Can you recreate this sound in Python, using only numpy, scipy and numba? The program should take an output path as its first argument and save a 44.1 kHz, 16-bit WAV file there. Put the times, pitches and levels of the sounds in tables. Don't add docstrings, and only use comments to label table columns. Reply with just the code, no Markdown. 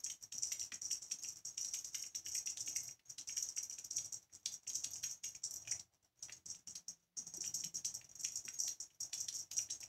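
import sys
import numpy as np
from scipy import signal
from scipy.fft import rfft, irfft, next_fast_len
from scipy.io import wavfile
from scipy.ndimage import uniform_filter1d, minimum_filter1d
from numba import njit

SR = 44100
rng = np.random.default_rng(int(sys.argv[2]) if len(sys.argv) > 2 else 0)


def dump_mix(stems):
    frames = np.atleast_2d(stems).T
    limited = np.clip(frames, -1, 1)
    pcm = np.round(limited * 32767).astype(np.int16)
    wavfile.write(sys.argv[1], SR, pcm)


N = 435708

# (s, level dB, t60 of the chatter that follows s, thin wall mode dB and top modes dB relative to
TINKS = [(0.001, -40.5, 0.026, -12, -19)] + [(0.0413, -29.5, 0.085, -8.5, -31), (0.0643, -39, 0.046, -14, -29),
                         (0.0992, -30, 0.11, -14, -28), (0.2019, -53, 0.14, -14, -27),
                         (0.2259, -32.5, 0.064, -21, -26), (0.2882, -71, 0.047, -2, -12),
                         (0.3247, -35, 0.1, -6, -29), (0.3451, -42, 0.1, -20, -29),
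                         (0.378, -33.5, 0.056, -27, -30), (0.4329, -26, 0.034, -37, -39),
                         (0.4509, -35, 0.067, -27, -36), (0.4713, -36, 0.2, -19, -31),
                         (0.5187, -23.5, 0.046, -22, -26.5), (0.5641, -43, 0.085, -24, -30),
                         (0.5965, -29.5, 0.19, -27, -28), (0.6265, -44, 0.14, -22, -33),
                         (0.7208, -42, 0.098, -17, -30), (0.7412, -36.5, 0.094, -11, -35),
                         (0.8185, -31.5, 0.15, -25, -30), (0.855, -36, 0.18, -17, -34),
                         (0.9083, -35, 0.1, -19, -28), (0.9143, -30.5, 0.1, -21, -29),
                         (0.9258, -36, 0.077, -26, -35), (1.0206, -34.5, 0.17, -19, -33),
                         (1.0794, -51, 0.055, -12, -16), (1.0979, -47, 0.085, -12, -41),
                         (1.1159, -27, 0.035, -11, -35), (1.1867, -48.5, 0.15, 1, -18),
                         (1.2266, -29, 0.12, -17, -31), (1.2795, -33, 0.12, -21, -24),
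                         (1.3054, -41.5, 0.067, -22, -40), (1.3583, -43.5, 0.18, -16, -25),
                         (1.3803, -52, 0.094, -20, -21), (1.4521, -34.5, 0.26, -12.5, -31),
                         (1.4731, -41.5, 0.06, -18, -26), (1.5439, -55, 0.032, -9, -20),
                         (1.5783, -28, 0.085, -21, -38), (1.6107, -31.5, 0.11, -26, -28),
                         (1.6277, -49, 0.053, -23, -34), (1.6462, -30, 0.13, -14, -33),
                         (1.6806, -37, 0.06, -23, -36), (1.711, -38, 0.094, -21, -35),
                         (1.735, -27.5, 0.12, -9, -26), (1.7873, -37, 0.059, -23, -24),
                         (1.8098, -48, 0.05, -23, -16), (1.8447, -34, 0.26, -15.5, -30),
                         (1.9315, -40.5, 0.049, -16, -33), (1.948, -28, 0.038, -15, -22),
                         (1.9809, -34.5, 0.15, -13, -20), (2.0228, -31.5, 0.11, -17, -29),
                         (2.0642, -38, 0.085, -15, -37), (2.1206, -54, 0.085, -1, -28),
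                         (2.1505, -29.5, 0.13, -17, -26), (2.2518, -37.5, 0.085, -10, -26),
                         (2.2643, -33.5, 0.09, -20, -20), (2.2852, -34.5, 0.078, -16, -29),
                         (2.3176, -34.5, 0.075, -6, -28), (2.3461, -24.5, 0.11, -15, -25.5),
                         (2.379, -30.5, 0.045, -26, -35), (2.4593, -30, 0.18, -18, -30),
                         (2.4917, -34.5, 0.1, -15, -36), (2.5721, -35, 0.11, -10, -33),
                         (2.599, -27.5, 0.1, -20, -33), (2.6609, -33.5, 0.26, -11, -23),
                         (2.6843, -39, 0.11, -24, -27), (2.7571, -27.5, 0.11, -17, -28),
                         (2.802, -39, 0.069, -14, -28), (2.8305, -40.5, 0.21, -13, -16),
                         (2.8769, -35, 0.11, -14, -29), (2.9078, -43, 0.049, -29, -34),
                         (3.033, -59, 0.075, -17, -42), (3.053, -54.5, 0.19, -0.5, -20),
                         (3.0939, -37, 0.14, -14.5, -26), (3.1827, -35.5, 0.18, -17, -38),
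                         (3.2745, -33, 0.22, -14, -30), (3.3238, -45.5, 0.16, -9, -30),
                         (3.3677, -28.5, 0.11, -14, -26), (3.4251, -28, 0.046, -9, -22),
                         (3.488, -29.5, 0.061, -25, -28), (3.5468, -46, 0.098, -7, -28),
                         (3.5633, -35.5, 0.085, -26, -32), (3.5803, -26.5, 0.042, -15, -32),
                         (3.6277, -34.5, 0.082, -11.5, -20), (3.6975, -32, 0.23, -19, -32),
                         (3.7145, -53, 0.075, -21, -38), (3.7853, -36.5, 0.14, -15, -27),
                         (3.8427, -37.5, 0.096, -10, -21), (3.9085, -27.5, 0.074, -18, -39),
                         (3.931, -39, 0.062, -10, -29), (3.9619, -26, 0.11, -14.5, -29),
                         (4.0442, -34.5, 0.11, -13, -30), (4.1235, -33, 0.093, -15, -29),
                         (4.1415, -35.5, 0.06, -24, -36), (4.2233, -47, 0.096, -25, -21),
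                         (4.2497, -66, 0.085, -22, -21), (4.2991, -54.5, 0.17, -5, -27),
                         (4.3311, -38, 0.044, -24, -35), (4.3455, -39, 0.063, -24, -36),
                         (4.3974, -51, 0.085, -12, -15), (4.4303, -46.5, 0.03, -21, -20),
                         (4.4583, -27, 0.054, -15, -30), (4.5211, -38, 0.085, -9, -23),
                         (4.5386, -33, 0.063, -18, -36), (4.6244, -45.5, 0.085, -18, -40),
                         (4.6758, -32, 0.085, -11, -35), (4.6803, -39, 0.07, -15, -35),
                         (4.6942, -35.5, 0.072, -15, -23), (4.7326, -39, 0.065, -30, -28),
                         (4.7536, -23, 0.068, -16, -31), (4.802, -38.5, 0.15, -9, -30),
                         (4.8424, -26.5, 0.042, -13, -33), (4.9067, -41.5, 0.093, -8, -13),
                         (4.9342, -34, 0.15, -19, -33), (4.9596, -41, 0.16, -16, -33),
                         (5.033, -26, 0.067, -14, -22), (5.0624, -37, 0.093, -23, -40),
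                         (5.0928, -44.5, 0.093, -5, -24), (5.1103, -38.5, 0.14, -6, -27),
                         (5.2026, -71, 0.085, -2, -14), (5.236, -36.5, 0.077, -9, -38), (5.245, -36, 0.19, -8, -28),
                         (5.2894, -31, 0.078, -26, -25), (5.3502, -31, 0.047, -22, -37),
                         (5.4196, -50.5, 0.052, -15, -40), (5.439, -27, 0.11, -30, -47),
                         (5.5094, -31.5, 0.079, -13, -25), (5.5363, -37, 0.06, -19, -11),
                         (5.5588, -37.5, 0.055, -15, -19), (5.5747, -45, 0.085, -11, -29),
                         (5.6136, -44.5, 0.085, -5.5, -36), (5.6521, -46, 0.059, -22, -34),
                         (5.6745, -35, 0.21, -11, -31), (5.7119, -26, 0.048, -26, -40),
                         (5.7453, -47, 0.053, -22, -40), (5.7952, -41.5, 0.075, -14, -41),
                         (5.9309, -46, 0.095, -23, -39), (6.0272, -53.5, 0.14, -35, -39),
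                         (6.0427, -58.5, 0.11, -26, -42), (6.1584, -61, 0.085, -8, -32),
                         (6.1719, -57.5, 0.071, -18, -30), (6.1903, -62, 0.085, 8.5, -23),
                         (6.2253, -35.5, 0.17, -22, -40), (6.2966, -65, 0.068, -13, -32),
                         (6.3225, -42, 0.14, -5.5, -42), (6.3654, -44.5, 0.038, -28, -43),
                         (6.4587, -38.5, 0.093, -12.5, -46), (6.4812, -37, 0.08, -18, -32),
                         (6.4991, -36, 0.12, -12, -37), (6.548, -39, 0.085, -24, -40),
                         (6.5879, -50, 0.13, -29, -39), (6.6737, -33, 0.21, -16, -38),
                         (6.7535, -39, 0.077, -11, -29), (6.8813, -34, 0.11, -11.5, -30),
                         (6.9945, -53, 0.072, -13, -35), (7.0249, -57, 0.18, -13, -35.5),
                         (7.1711, -37, 0.06, -6.5, -42), (7.1836, -40, 0.16, -11, -44),
                         (7.2694, -37, 0.12, -5.5, -31), (7.3387, -34.5, 0.075, -13, -32),
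                         (7.3687, -36, 0.04, -23, -29), (7.4066, -28, 0.11, -17, -38),
                         (7.444, -34, 0.1, -23, -41), (7.4614, -37, 0.047, -17, -17),
                         (7.4754, -34.5, 0.042, -21, -22), (7.5423, -27.5, 0.13, -12.5, -26),
                         (7.5712, -42, 0.085, -19, -31), (7.5916, -33, 0.21, -23, -32),
                         (7.6375, -32, 0.11, -12.5, -23.5), (7.7423, -37.5, 0.097, -16, -20),
                         (7.7508, -32.5, 0.068, -17, -32), (7.7657, -35, 0.065, -12, -30),
                         (7.8501, -23.5, 0.073, -14, -32), (7.9423, -30, 0.082, -13, -23.5),
                         (7.9872, -48, 0.072, -9.5, -37), (8.0441, -43, 0.048, -23, -33),
                         (8.0915, -45.5, 0.085, -11, -32), (8.113, -50, 0.085, -22, -34),
                         (8.1539, -47, 0.18, -4, -21), (8.1953, -34.5, 0.056, -9, -28),
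                         (8.2077, -36, 0.055, -19, -21), (8.2342, -34.5, 0.064, -25, -25),
                         (8.2462, -25, 0.048, -15, -39), (8.2851, -35, 0.058, -17, -33),
                         (8.317, -39.5, 0.2, -7, -22), (8.3554, -30.5, 0.065, -15, -30),
                         (8.3739, -34.5, 0.074, -23, -31), (8.4417, -38, 0.079, -7, -25),
                         (8.4562, -37, 0.072, -27, -20), (8.4856, -33.5, 0.064, -10.5, -35),
                         (8.525, -44.5, 0.26, 1, -14), (8.5994, -26.5, 0.1, -16, -23),
                         (8.6353, -30.5, 0.26, -26, -30), (8.6682, -40, 0.075, -7, -25),
                         (8.6812, -31, 0.064, -21, -22), (8.8029, -29.5, 0.13, -20, -34),
                         (8.9032, -48, 0.064, -17, -30), (8.9276, -52, 0.1, -13, -15),
                         (8.9476, -50.5, 0.085, -23, -20), (9.0059, -30, 0.22, -16, -28),
                         (9.1326, -28, 0.12, -21, -29), (9.1805, -33.5, 0.064, -9, -34),
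                         (9.204, -26.5, 0.073, -23, -27), (9.2349, -41, 0.035, -28, -28),
                         (9.2833, -30, 0.04, -21, -32), (9.3227, -38, 0.14, -9, -26),
                         (9.3437, -33.5, 0.094, -16, -27), (9.3626, -38, 0.1, -21, -30),
                         (9.3906, -32.5, 0.14, -25, -31), (9.4045, -43, 0.043, -24, -30),
                         (9.5143, -35.5, 0.072, -7, -21), (9.5332, -38, 0.028, -8, -17),
                         (9.5682, -23, 0.085, -20, -35), (9.615, -33, 0.056, -34, -24),
                         (9.7048, -28.5, 0.13, -14, -55), (9.8041, -37, 0.14, -17, -27),
                         (9.8286, -38, 0.13, -25, -32)] + [(0.4224, -33.5, 0.051, -34, -32), (2.7631, -31.5, 0.06, -13, -30),
                         (3.3722, -32, 0.06, -19, -30), (5.7214, -31, 0.034, -25, -43),
                         (8.5894, -27.5, 0.044, -12, -38), (9.5801, -25, 0.046, -16, -30)]
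# (dB, t60 s)
BELL = [(-2, 0.0012), (-6.5, 0.018), (-5, 0.015), (-6, 0.0098), (-9.5, 0.0069), (-5.5, 0.004),
        (-19, 0.0071), (-38.5, 0.0003), (-41.5, 0.00021), (-0.5, 0.03), (1, 0.025), (4.5, 0.0033)]
# (s, peak dB, centre Hz, width as a share of the centre)
TAPS = [(0.0463, -50, 4730, 0.47), (0.0613, -46.5, 2580, 0.37), (0.0997, -39.5, 3050, 0.61), (0.3222, -41.5, 3100, 0.66),
        (0.4329, -43, 4330, 0.86), (0.5172, -36.5, 2920, 0.61), (0.596, -40, 4740, 0.36), (0.615, -47.5, 2640, 0.38),
        (0.7188, -34.5, 2390, 1), (0.9088, -42.5, 2910, 0.38), (1.0226, -55, 4340, 0.7), (1.1124, -39, 3120, 0.91),
        (1.2254, -52, 4600, 0.5), (1.2431, -44, 2600, 0.27), (1.4501, -66, 4790, 0.7), (1.5773, -43, 2970, 0.58),
        (1.6462, -40.5, 4200, 1), (1.7409, -36, 3320, 0.99), (1.8452, -43.5, 4770, 0.92), (1.946, -36, 2840, 1),
        (2.0368, -43.5, 2550, 0.54), (2.147, -41, 3140, 0.67), (2.258, -61, 4530, 0.7), (2.2623, -42.5, 2600, 0.44),
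        (2.3506, -41.5, 2480, 0.3), (2.4645, -55, 4750, 0.7), (2.4713, -40, 2830, 0.5), (2.5711, -37, 4360, 1),
        (2.6748, -40, 2840, 0.58), (2.7596, -40, 2340, 0.32), (2.8878, -50.5, 2410, 0.28), (2.9936, -48, 2920, 0.7),
        (3.0949, -75, 4120, 0.7), (3.1827, -36, 4300, 0.94), (3.2745, -51, 4450, 0.7), (3.2924, -40.5, 2630, 0.62),
        (3.3707, -41, 2600, 0.67), (3.5738, -41.5, 2500, 0.81), (3.7105, -52.5, 2670, 0.32), (3.7823, -44.5, 3000, 0.82),
        (3.9065, -50, 4730, 0.62), (3.9629, -58, 4600, 0.78), (3.9833, -37, 4570, 0.93), (4.123, -55, 4600, 0.7),
        (4.296, -55, 1940, 0.63), (4.4583, -27.5, 4530, 0.75), (4.6668, -46, 2700, 0.27), (4.7002, -41, 4610, 0.86),
        (4.7536, -42, 4570, 1), (4.8424, -31, 4360, 1), (4.9571, -51, 2820, 0.59), (5.034, -37.5, 2870, 0.7),
        (5.24, -40, 2790, 0.55), (5.3467, -50.5, 2440, 0.36), (5.439, -49, 4490, 0.46), (5.6506, -50.5, 2800, 0.33),
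        (5.6735, -41.5, 2560, 0.43), (5.7194, -40, 2230, 0.37), (5.7952, -44.5, 4340, 0.54), (6.2307, -48, 4750, 0.7),
        (6.2836, -46, 2190, 1), (6.2946, -41, 2270, 1), (6.3215, -42.5, 4640, 0.42), (6.4582, -71, 4560, 0.7),
        (6.545, -46.5, 3320, 0.7), (6.6742, -58, 2930, 0.27), (6.7535, -38, 4730, 0.78), (6.8798, -67, 4770, 0.7),
        (7.1736, -75, 4250, 0.7), (7.4076, -63, 4290, 0.7), (7.44, -42.5, 2880, 0.66), (7.4619, -47.5, 2930, 0.33),
        (7.5433, -47, 4570, 0.7), (7.638, -41.5, 3170, 0.43), (7.7438, -51, 4620, 0.86), (7.8466, -33.5, 4440, 1),
        (8.0122, -44.5, 2580, 1), (8.2467, -35, 2860, 0.7), (8.4801, -39, 2280, 0.98), (8.6787, -34.5, 4200, 1),
        (8.8039, -67, 4540, 0.63), (8.9032, -52, 2580, 0.7), (9.0074, -69, 4500, 0.7), (9.1301, -32, 4100, 0.89),
        (9.2838, -31.5, 4550, 0.81), (9.5133, -37.5, 4520, 1), (9.5687, -48, 4100, 0.97), (9.5876, -42, 2620, 0.62),
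        (9.6882, -45.5, 2590, 1), (9.7014, -36, 4630, 0.85), (9.813, -53, 4600, 0.64), (9.8281, -45.5, 2460, 0.47)]
# (s, level dB)
BED = [(0, -81), (.7, -72.5), (2, -77.5), (2.7, -70.5), (3.5, -80), (4, -71), (4.5, -79), (4.9, -70), (5.3, -78), (5.7, -67.5),
       (6.1, -72.5), (6.5, -71.5), (6.9, -76), (7.3, -71.5), (8.1, -71.5), (8.9, -73), (9.3, -70.5), (9.88, -68)]
BED_MODES = [(85, 11, 0.5), (118, 32, 5), (311, 76, -1.5), (700, 264, 0)]  # (Hz, width Hz, dB)
HISS = [(20, -23.5), (45, 6), (70, 4), (240, 0), (540, -4), (1010, -5), (1700, -6), (4800, -7), (9200, -14), (16000, -11.5)]  # (Hz, dB per Hz)
HISS_DB = -69
ROOM_T60_S, ROOM_DB = 0.28, -4.5
TOP_HZ = 15720
HUM_HZ, HUM_WIDTH_HZ = 174.3, 12
# (s, peak dB, centre Hz, width as a share of the centre)
PATS = [(0.342, -62.5, 235, 0.66), (0.719, -57.5, 240, 1), (1.137, -68, 196, 0.6), (2.677, -64, 300, 0.56),
        (3.193, -64, 275, 0.6), (3.942, -66, 300, 0.5), (4.859, -65, 223, 0.69), (6.282, -56, 654, 0.82),
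        (7.191, -60.5, 238, 0.6), (7.371, -52.5, 340, 0.2), (7.635, -58, 181, 0.43), (8.447, -60.5, 221, 0.82),
        (8.638, -59, 760, 0.41), (9.129, -70, 840, 0.53), (9.683, -62, 315, 0.6)]
GATE_DEPTH_DB = 23
GATE_OPEN_DB, GATE_SLOPE, GATE_SENSE_S, GATE_HOLD_S, GATE_RELEASE_S = -40.5, 1, 0.0051, 0.0055, 0.035
BELL_HZ = [5250, 5640, 5780, 5960, 6900, 7500, 8300, 9600, 11500, 6520, 13090, 13370]
BELL_FAMILY = [0, 0, 0, 0, 0, 0, 0, 0, 0, 1, 2, 2]
TAP_T60_S = 0.023
PAT_T60_S = 0.055
# (s, level dB)
HUM = [(0, -89), (6.2, -83.5), (6.5, -70.5), (7.2, -73.5), (7.5, -67.5), (8.1, -75), (8.6, -91.5), (9.88, -93)]
GATE_AHEAD_S = 0.0023
TAP_DIP_HZ, TAP_DIP_WIDTH_HZ, TAP_DIP_SHARE = 3640, 730, 0.38


def undb(db):
    return 10 ** (np.asarray(db) / 20)


def level(x, db):
    return x * undb(db) / np.sqrt(np.mean(x ** 2))


def clicks(s, size):
    out = np.zeros(N)
    np.add.at(out, np.clip((s * SR).astype(int), 0, N - 1), size)
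    return out


def ring(x, hz, t60):
    r, w = np.exp(-np.log(1000) / (t60 * SR)), 2 * np.pi * hz / SR
    return signal.lfilter([np.sin(w)], [1, -2 * r * np.cos(w), r * r], x)


def band(x, hz, width):
    return signal.lfilter(*signal.iirpeak(hz, hz / width, SR), x)


@njit
def follow(x, release):
    y, e = np.empty(len(x)), 1e-9
    for i in range(len(x)):
        e = max(abs(x[i]), e * release)
        y[i] = e
    return y


def bell(blow_db=-7, hold_s=0.0029, chatter_db=-7, chatter_rate=520, scatter_db=2.5, colour_db=-1.0, lead_s=0.0039, scrape_s=0.00053,
         roll_t60=0.065, roll_db=-6, roll_s=0.021, low_hz=5250):
    s, db, settle, wall_db, top_db = np.transpose(TINKS)
    family_db = np.array([0 * s, wall_db, top_db]) + db
    ahead = SR // 50
    t = np.arange(-ahead, SR // 5) / SR
    unrest = np.zeros((3, N + len(t)))
    for i, size, t60 in zip((s * SR).astype(int), undb(family_db.T), settle):
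        unrest[:, i:i + len(t)] += size[:, None] * np.where(t < 0, 0.63 * np.exp(t / lead_s), undb(-60 * np.maximum(t - hold_s, 0) / t60))
    contact = (rng.random(N) < chatter_rate / SR) * undb(chatter_db + scatter_db * np.minimum(rng.exponential(size=N), 3.2))
    spot = rng.standard_normal((len(s), len(BELL)))
    scrape = np.exp(-np.arange(SR // 300) / (scrape_s * SR))
    scrape /= np.sqrt(np.sum(scrape ** 2))
    keep = np.exp(-1 / (roll_s * SR))
    rolling = signal.lfilter([1 - keep], [1, -keep], unrest[1, ahead:N + ahead])
    out = level(ring(rng.standard_normal(N), BELL_HZ[-3], roll_t60), roll_db) * rolling
    for k, (hz, (mode_db, t60), family) in enumerate(zip(BELL_HZ, BELL, BELL_FAMILY)):
        push = clicks(s, undb(family_db[family] + blow_db + colour_db * spot[:, k]))
        push = signal.lfilter(scrape, 1, push) * np.sign(rng.standard_normal(N))
        push += contact * unrest[family, ahead:N + ahead] * rng.standard_normal(N)
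        out = out + undb(mode_db) * band(ring(push, hz, t60), hz, 0.44 * hz)
    return signal.sosfilt(signal.butter(6, low_hz, "high", fs=SR, output="sos"), out)


def bed(rustle_db=3.0):
    rustle = 0
    for hz, width, db in BED_MODES:
        swell = level(uniform_filter1d(uniform_filter1d(rng.standard_normal(N), size=4000), size=4000), 0)
        rustle = rustle + undb(rustle_db * swell) * level(band(band(rng.standard_normal(N), hz, 2 * width), hz, width), db)
    hum = band(rng.standard_normal(N), HUM_HZ, HUM_WIDTH_HZ)
    return level(rustle, 0) * undb(curve(BED)) + level(hum, 0) * undb(curve(HUM))


def hiss():
    hz, db = np.transpose(HISS)
    size = next_fast_len(N)
    f = np.maximum(np.arange(size // 2 + 1) * SR / size, 1)
    return level(irfft(rfft(rng.standard_normal(size)) * undb(np.interp(np.log(f), np.log(hz), db)), size)[:N], HISS_DB)


def room(x, count=5, step=.07):
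    t = np.arange(SR // 3) / SR
    shape = undb(-60 * t / ROOM_T60_S) * np.clip(t / 0.0014 - .5, 0, 1)
    place = np.arange(N) // int(step * SR) % count
    wet = sum(signal.oaconvolve(x * (place == k), shape * rng.standard_normal(len(t)))[:N] for k in range(count))
    return wet * undb(ROOM_DB) / np.sqrt(np.sum(shape ** 2))




def knocks(table, t60, tail_db, rise, low_hz):
    out, t = np.zeros(N), np.arange(SR // 8) / SR
    grain = rng.standard_normal((len(table), len(t)))
    shape = (1 - np.exp(-t / rise)) * (undb(-60 * t / t60) + undb(tail_db - 60 * t / (7.9 * t60)))
    for (s, db, hz, share), noise in zip(table, grain):
        width = np.clip(share, .1, 1.6) * hz
        knock = band(band(noise * shape, hz, width), hz, width)
        i = int(s * SR)
        out[i:i + len(t)] += (knock * undb(db) / np.abs(knock).max())[:N - i]
    return signal.sosfilt(signal.butter(3, low_hz, "high", fs=SR, output="sos"), out)


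def curve(table):
    return np.interp(np.arange(N) / SR, *np.transpose(table))


def scene():
    taps = knocks(TAPS, TAP_T60_S, tail_db=-24.5, rise=0.00072, low_hz=1196)
    taps = taps - np.clip(TAP_DIP_SHARE, 0, 1) * band(taps, TAP_DIP_HZ, TAP_DIP_WIDTH_HZ)
    pats = knocks(PATS, PAT_T60_S, tail_db=-31.5, rise=0.0065, low_hz=119)
    near = bell() + taps + pats
    return (near + room(near) + bed() + hiss())[None]


def record(dry):
    sensed = signal.sosfilt(signal.butter(2, 1500, "high", fs=SR, output="sos"), dry[0])
    env_db = 20 * np.log10(follow(sensed, np.exp(-1 / (GATE_SENSE_S * SR))))
    wanted = undb(np.clip(GATE_SLOPE * (env_db - GATE_OPEN_DB), -GATE_DEPTH_DB, 0))
    hold = 2 * int(GATE_HOLD_S * SR / 2) + 1
    held = -minimum_filter1d(-wanted, hold, origin=hold // 2)
    gain = follow(held, np.exp(-1 / (GATE_RELEASE_S * SR)))
    early = np.interp(np.arange(N) + GATE_AHEAD_S * SR, np.arange(N), gain)
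    gated = dry * uniform_filter1d(early, size=128)
    return signal.sosfilt(signal.ellip(10, .2, 60, TOP_HZ, fs=SR, output="sos"), gated)


dry = scene()
out = record(dry)
dump_mix(out)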